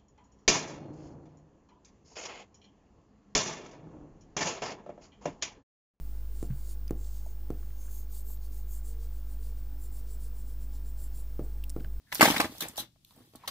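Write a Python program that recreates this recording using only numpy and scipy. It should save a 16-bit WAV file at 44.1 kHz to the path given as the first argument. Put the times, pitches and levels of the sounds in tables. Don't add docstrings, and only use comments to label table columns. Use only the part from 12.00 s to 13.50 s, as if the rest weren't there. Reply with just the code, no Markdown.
import sys
import numpy as np
from scipy import signal
from scipy.io import wavfile
from scipy.ndimage import uniform_filter1d

SR = 44100
rng = np.random.default_rng(int(sys.argv[2]) if len(sys.argv) > 2 else 0)


def master_out(mix):
    frames = np.transpose(np.atleast_2d(mix))
    ceiling = np.clip(frames, -1, 1)
    pcm = np.round(ceiling * 32767).astype(np.int16)
    wavfile.write(sys.argv[1], SR, pcm)


def convert_level_to_amplitude(level_db):
    exponent = np.asarray(level_db, float) / 20
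    return 10 ** exponent


N = 66150

# f/Hz, level/dB
BRIGHT = [(300, -24.5), (1200, -10), (2500, -17), (3300, -0.5), (6500, -8.5), (13000, -5), (16000, -8.5)]
# f/Hz, level/dB
DULL = [(88, -20), (150, -3), (259, -11.5), (1080, -7.5), (1340, -11), (1790, -5.5), (12400, -23.5),
        (15100, -24.5), (16000, -51.5)]


def evened(x):
    return x / np.sqrt(np.mean(x ** 2) + 1e-20)


def read(points, hz):
    f, value = np.transpose(points)
    return np.interp(np.log(hz + 1), np.log(f + 1), value)


def add(mix, start, sound):
    part = mix[round(start * SR):][:len(sound)]
    part += sound[:len(part)]


def high(x, hz, order=2):
    return signal.sosfilt(signal.butter(order, hz, "high", fs=SR, output="sos"), x)


def colour(x, points, share=1):
    hz = abs(np.fft.fftfreq(2048, 1 / SR))
    log_gain = share * read(points, hz) * np.log(10) / 20
    taps = np.fft.ifft(np.exp(np.conj(signal.hilbert(log_gain)))).real[:1024]
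    return signal.oaconvolve(x, taps)[:len(x)]


def resonate(x, hz, width):
    return signal.lfilter(*signal.iirpeak(min(hz, SR / 2.2), hz / width, SR), x)


def air():
    # f/Hz, level/dB
    air_tone = [(25, -12.5), (114, -6), (260, -14), (440, -32.5), (1700, -36.5), (2690, -31.5),
                (4000, -28.5), (16000, -36.5)]
    shared, left, right = (colour(noise, air_tone) for noise in rng.standard_normal((3, N)))
    low = signal.butter(2, 700, fs=SR)
    rumble = signal.lfilter(*low, shared)
    hiss = np.array([noise - signal.lfilter(*low, noise) for noise in (left, right)])
    return convert_level_to_amplitude(-68.5) * evened(rumble + hiss)


def grains():
    per_s, spread_db = 6000, 2.5
    size = convert_level_to_amplitude(spread_db * np.minimum(rng.exponential(1, N), 5))
    clicks = size * (rng.random(N) < per_s / SR) * rng.choice([-1., 1.], N)
    return evened(clicks) + 0.6 * rng.standard_normal(N)


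def jostle():
    # t/s, small pieces level/dB, rubbing on walls level/dB
    jostling = [(0, -85, -81.5), (0.114, -65.5, -74.5), (0.13, -41, -48), (0.203, -41.5, -50.5),
                (0.211, -23, -23.5), (0.328, -36, -32.5), (0.456, -46.5, -40.5), (0.486, -55.5, -54.5),
                (0.6, -50.5, -56.5), (0.624, -45.5, -37), (0.721, -58.5, -61), (0.828, -81, -49.5),
                (0.922, -99, -95), (1.038, -77, -108), (1.079, -64, -77.5), (1.19, -65, -68),
                (1.321, -69.5, -74), (1.469, -70, -56.5)]
    s, pieces_db, walls_db = np.transpose(jostling)
    t = np.arange(N) / SR
    pieces = evened(high(colour(grains(), BRIGHT), 1500))
    walls = evened(colour(grains(), DULL))
    level = np.interp(t, s, walls_db)
    edge = high(walls, 750)
    softened = walls - edge + edge * convert_level_to_amplitude(0.085 * (level - level.max()))
    return convert_level_to_amplitude(np.interp(t, s, pieces_db)) * pieces + convert_level_to_amplitude(level) * softened


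def rubs():
    # t/s, length/s, level/dB, f/Hz, width/Hz
    drags = [
        (0.065, 0.075, -69.5, 1770, 620),
        (1.105, 0.037, -68.5, 1040, 210),
        (1.145, 0.14, -64, 280, 220),
        (1.432, 0.035, -52, 980, 270),
        (1.40, 0.098, -69.5, 2200, 2500),
    ]
    out = np.zeros(N)
    for start, length, db, hz, width in drags:
        t = np.arange(0, min(length, 0.2), 1 / SR)
        noise = rng.standard_normal(9000)
        rough = evened(resonate(resonate(noise, hz, width), hz, width))[:len(t)]
        add(out, start, convert_level_to_amplitude(db) * np.sin(np.pi * (t / length) ** 0.63) * rough)
    return out


def tick(db, hz, t60):
    noise = rng.standard_normal(3000)
    t = np.arange(len(noise)) / SR
    hiss_db = min(15 * np.log2(hz / 4000), 0)
    hiss = convert_level_to_amplitude(hiss_db) * evened(colour(noise, BRIGHT))
    ring = convert_level_to_amplitude(-3) * evened(resonate(noise, hz, hz / 3))
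    fade = convert_level_to_amplitude(db - 7 - 60 * t / max(t60, 0.004))
    rise = np.minimum(t / 0.00087, 1)
    return high(fade * rise * (hiss + ring), min(0.7 * hz, 6000), order=4)


def ticking():
    # t/s, level/dB, f/Hz, time to fade 60 dB/s
    tick_events = [(.1185, -27, 3463, 0.012), (0.125, -25, 3600, 0.018), (0.147, -12, 14600, 0.011),
                   (0.1529, -19, 5200, 0.021), (.162, -26, 4130, 0.01), (.21, -15, 2900, 0.06),
                   (0.229, -14.5, 5600, 0.067), (0.2535, -8, 2900, 0.025), (.284, -18.5, 3730, 0.042),
                   (.348, -35, 12600, 0.011), (0.3703, -29, 4800, 0.057), (0.4034, -8.5, 3000, 0.02),
                   (0.518, -43, 5400, 0.045), (0.5814, -31.5, 12000, 0.018), (0.607, -19, 3860, 0.032),
                   (0.6843, -27.5, 8300, 0.028), (0.758, -35.5, 3900, 0.025), (.768, -30, 6030, 0.036),
                   (1.048, -35.5, 3900, 0.009), (1.1072, -46, 3540, 0.018), (1.161, -50, 13530, 0.026),
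                   (1.3362, -40.5, 2650, .012), (1.356, -44, 3810, 0.054), (1.476, -23.5, 3510, 0.088),
                   (.1435, -30, 13000, .015), (.1555, -19, 12000, .012), (.1825, -27.5, 3600, .012),
                   (.1972, -23.5, 2820, .015), (.2165, -14.5, 4500, .015), (.296, -14.5, 4000, .012),
                   (.3085, -11, 3400, 0.017), (.3225, -24.5, 4500, .012), (.4135, -13, 3500, .015),
                   (.4525, -25, 3500, .015), (.5815, -41, 5000, .025), (.6335, -27, 12000, .012),
                   (.696, -36, 5000, .015), (.735, -46, 9000, .012), (1.188, -50, 12500, .01),
                   (1.262, -53, 11000, .01), (1.3418, -52.5, 11000, .015), (1.3565, -38.5, 11500, .02),
                   (1.458, -49, 3460, .03), (.2125, -13, 12100, .02), (0.2551, -20, 11500, .015),
                   (.4045, -32, 9200, 0.011), (.3815, -16, 3520, 0.016)]
    out = np.zeros(N)
    for start, db, hz, t60 in tick_events:
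        add(out, start, tick(db, hz, t60))
    return out


def knock(db, hz, ring_db, crack_db, reach_db):
    # f/Hz, level/dB
    box = [(200, -23.5), (255, -7.5), (318, -2.5), (423, -10), (640, -2), (765, -1.5), (820, 7.5), (926, 1),
           (1075, 8), (1190, 7.5), (1620, 11), (2080, 21), (2245, -19), (2900, 7.5)]
    luck = rng.standard_normal(5000)
    t = np.arange(len(luck)) / SR
    cycles = 3.3 * (hz / 1000) ** 0.4
    push = -np.sin(2 * np.pi * hz * t) * convert_level_to_amplitude(-60 * t * hz / (4 * cycles * (hz / 1000) ** 0))

    f, level = np.transpose(box)[:, :, None]
    near = reach_db * abs(np.log2(f / hz)) + 5 * luck[:len(box), None]
    t60 = 0.041 * (1000 / f) ** 0.75
    detune = 1 + 0.042 * luck[::-1][:len(box), None]
    modes = convert_level_to_amplitude(level + near - 60 * t / t60) * np.sin(2 * np.pi * f * detune * t)
    ring = -modes.sum(0)

    rough = evened(colour(luck * abs(luck) ** 0.34, DULL))
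    crack = rough * convert_level_to_amplitude(crack_db - 60 * t / 0.036) * np.minimum(t / 0.0019, 1)
    onset = np.minimum(t * hz / 0.14, 1)
    body = (push + convert_level_to_amplitude(ring_db) * ring / abs(ring).max()) * onset
    return convert_level_to_amplitude(db) * high(body + crack, 0.4 * hz)


def knocking():
    # t/s, peak level/dB, f/Hz, box ring level/dB
    tumble = [(0.1248, -23.5, 2070, -0.5), (.13, -36.5, 1070, -12), (0.155, -34, 1670, -1),
              (.196, -20.5, 333, -16), (0.2092, -7.5, 820, 1.5), (.2158, -5.5, 1630, 4),
              (0.2273, -10, 307, 5.5), (0.2266, -6, 1540, -0.5), (.245, -11.5, 1090, -21),
              (.2545, -9, 832, -14), (0.262, -21, 890, -27), (0.2767, -17, 277, -4), (.284, -20, 870, 5),
              (0.3008, -15, 293.7, -23), (0.308, -45, 1087, -11), (0.318, -28, 300.5, -21),
              (.34, -31, 436, 0), (.344, -29, 860, 7.5), (0.3641, -19, 2090, -3), (0.368, -25.5, 259, -21),
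              (.399, -18, 310, -16), (0.4006, -14.5, 817, -8.5), (0.4049, -20, 1014, 6),
              (.4105, -23, 800, -4), (.4435, -26, 390, 7), (0.4518, -30, 290, 7), (0.456, -36.5, 400, -10),
              (1.476, -32, 1230, -4.5), (1.4787, -31.5, 1780, -3.5), (1.482, -36.5, 780, 2),
              (0.1203, -38, 2010, 2), (0.2196, -18.5, 1450, -7), (0.2368, -21.5, 920, -6.5),
              (.2575, -29, 1600, -6), (.2665, -35, 1207, -7), (0.3218, -30, 999, -9), (.3495, -32, 910, -1),
              (.3735, -31, 1300, 3), (.4135, -27.5, 980, 5), (.4285, -31, 900, -4),
              (1.4876, -34, 1096, -2.5)]
    # t/s, peak level/dB, f/Hz
    settle = [(0.496, -42, 276), (0.523, -41.5, 377), (0.551, -46.5, 770), (0.624, -40.5, 341),
              (0.695, -48, 225), (0.738, -50, 382), (0.781, -29.5, 700), (0.823, -46, 261.4),
              (1.176, -52.5, 248.7), (1.19, -53.5, 244.2), (1.206, -48.5, 276.3), (1.445, -51.5, 1044),
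              (.609, -35.5, 1250), (.636, -36, 485), (.6555, -32.5, 590), (1.158, -60, 260),
              (.96, -61, 664), (1.109, -57.5, 1070), (1.245, -61.5, 313), (1.275, -59.5, 338),
              (1.3365, -50, 450), (1.3525, -44.5, 260), (1.3512, -45, 703.6), (.126, -48.5, 367),
              (.153, -47, 426), (.585, -53, 240), (.66, -45.5, 220), (.80, -43, 250), (1.125, -63.5, 796),
              (1.165, -58, 620), (1.185, -58, 780), (1.215, -59.5, 560), (1.40, -63.5, 350)]
    out = np.zeros(N)
    for start, db, hz, ring_db in tumble:
        add(out, start, knock(db, hz, ring_db, crack_db=-3, reach_db=-6))
    for start, db, hz in settle:
        add(out, start, knock(db, hz, ring_db=-2, crack_db=-14.5, reach_db=-14))
    return out


def bed(knocks):
    memory = np.exp(-1 / (0.015 * SR))
    effort = np.sqrt(abs(signal.lfilter([1], [1, -memory], knocks ** 2)))
    band = signal.butter(2, [45, 170], "band", fs=SR, output="sos")
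    low = signal.sosfilt(band, rng.standard_normal(N))
    return convert_level_to_amplitude(-54) * evened(low * effort ** 0.58)


def slides():
    starts = .6055, .7755
    # length/s, level/dB
    slide_events = [
        (0.048, -32.5),
        (0.069, -32),
    ]
    # f/Hz, width/Hz, level/dB
    piece = [(3620, 61, -6.5), (3930, 190, -2), (5840, 1860, -9), (12060, 570, -5.5)]
    slips, t = grains(), np.arange(N) / SR
    rings = evened(sum(convert_level_to_amplitude(db) * evened(resonate(slips, f, width)) for f, width, db in piece))
    body = evened(rings + 1.4 * evened(colour(slips, BRIGHT)))
    shape = np.zeros(N)
    for start, (length, db) in zip(starts, slide_events):
        hold = 2.8 * np.maximum(t - start, 0) / length
        fade = 690 * np.maximum(t - start - 0.41 * length, 0)
        shape += convert_level_to_amplitude(db - hold - fade) * np.clip((t - start) / 0.00096, 0, 1)
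    return shape * body


def scatter(x):
    # f/Hz, random phase/radians
    wandering = [(400, 0.078), (1000, 0.43), (2500, 2.1), (14000, 3.7)]
    lag_s = 0.00012
    hz, _, z = signal.stft(x, SR, nperseg=128, noverlap=96)
    smooth = uniform_filter1d(rng.standard_normal(z.shape), size=3, axis=0)
    wander = evened(uniform_filter1d(smooth, size=40, axis=1))
    turn = read(wandering, hz)[:, None] * wander - 2 * np.pi * hz[:, None] * lag_s
    return signal.istft(z * np.exp(1j * turn), SR, nperseg=128, noverlap=96)[1][:N]


def room(x):
    # f/Hz, time to fade 60 dB/s
    room_t60 = [(200, 0.17), (3600, 0.18), (12000, 0.13)]
    taps = np.zeros((2, SR // 2))
    at = np.arange(60, SR // 2 - 20, 20) + rng.integers(0, 20, (2, (SR // 2 - 61) // 20))
    np.put_along_axis(taps, at, rng.choice([-1., 1.], at.shape), 1)
    hz, t, z = signal.stft(taps, SR, nperseg=256)
    same = (1 / (1 + (hz / 1100) ** 2))[:, None]
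    z = np.array([z[0], same * z[0] + np.sqrt(1 - same ** 2) * z[1]])
    fade = convert_level_to_amplitude(-60 * t / read(room_t60, hz)[:, None])
    tail = signal.istft(z * fade, SR, nperseg=256)[1]
    return signal.fftconvolve(x[None], tail / np.linalg.norm(tail[0]), axes=1)[:, :N]


def scene():
    knocks = knocking()
    parts = knocks + ticking() + jostle() + slides()
    direct = np.array([scatter(parts), parts])
    return direct + convert_level_to_amplitude(-12) * room(parts) + bed(knocks) + air() + rubs()


def low_pass(x):
    return signal.sosfilt(signal.butter(12, 16620, fs=SR, output="sos"), x)


def record(dry):
    # f/Hz, left minus right level/dB
    ports = [(60, 1.55), (640, -0.5), (1400, -2), (2800, 7), (5500, 6), (9000, -0.5), (15000, -3)]
    left = colour(dry[0], ports, share=1 / 2)
    right = colour(dry[1], ports, share=-1 / 2)
    ceiling = 1.1
    soft = ceiling * np.tanh(np.array([left, right]) / ceiling)
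    treble_cut = signal.firwin(255, 15600, window=("kaiser", 8), fs=SR)
    mix = signal.oaconvolve(soft, treble_cut[None], "same")
    return low_pass(mix)


dry = scene()
out = record(dry)
master_out(out)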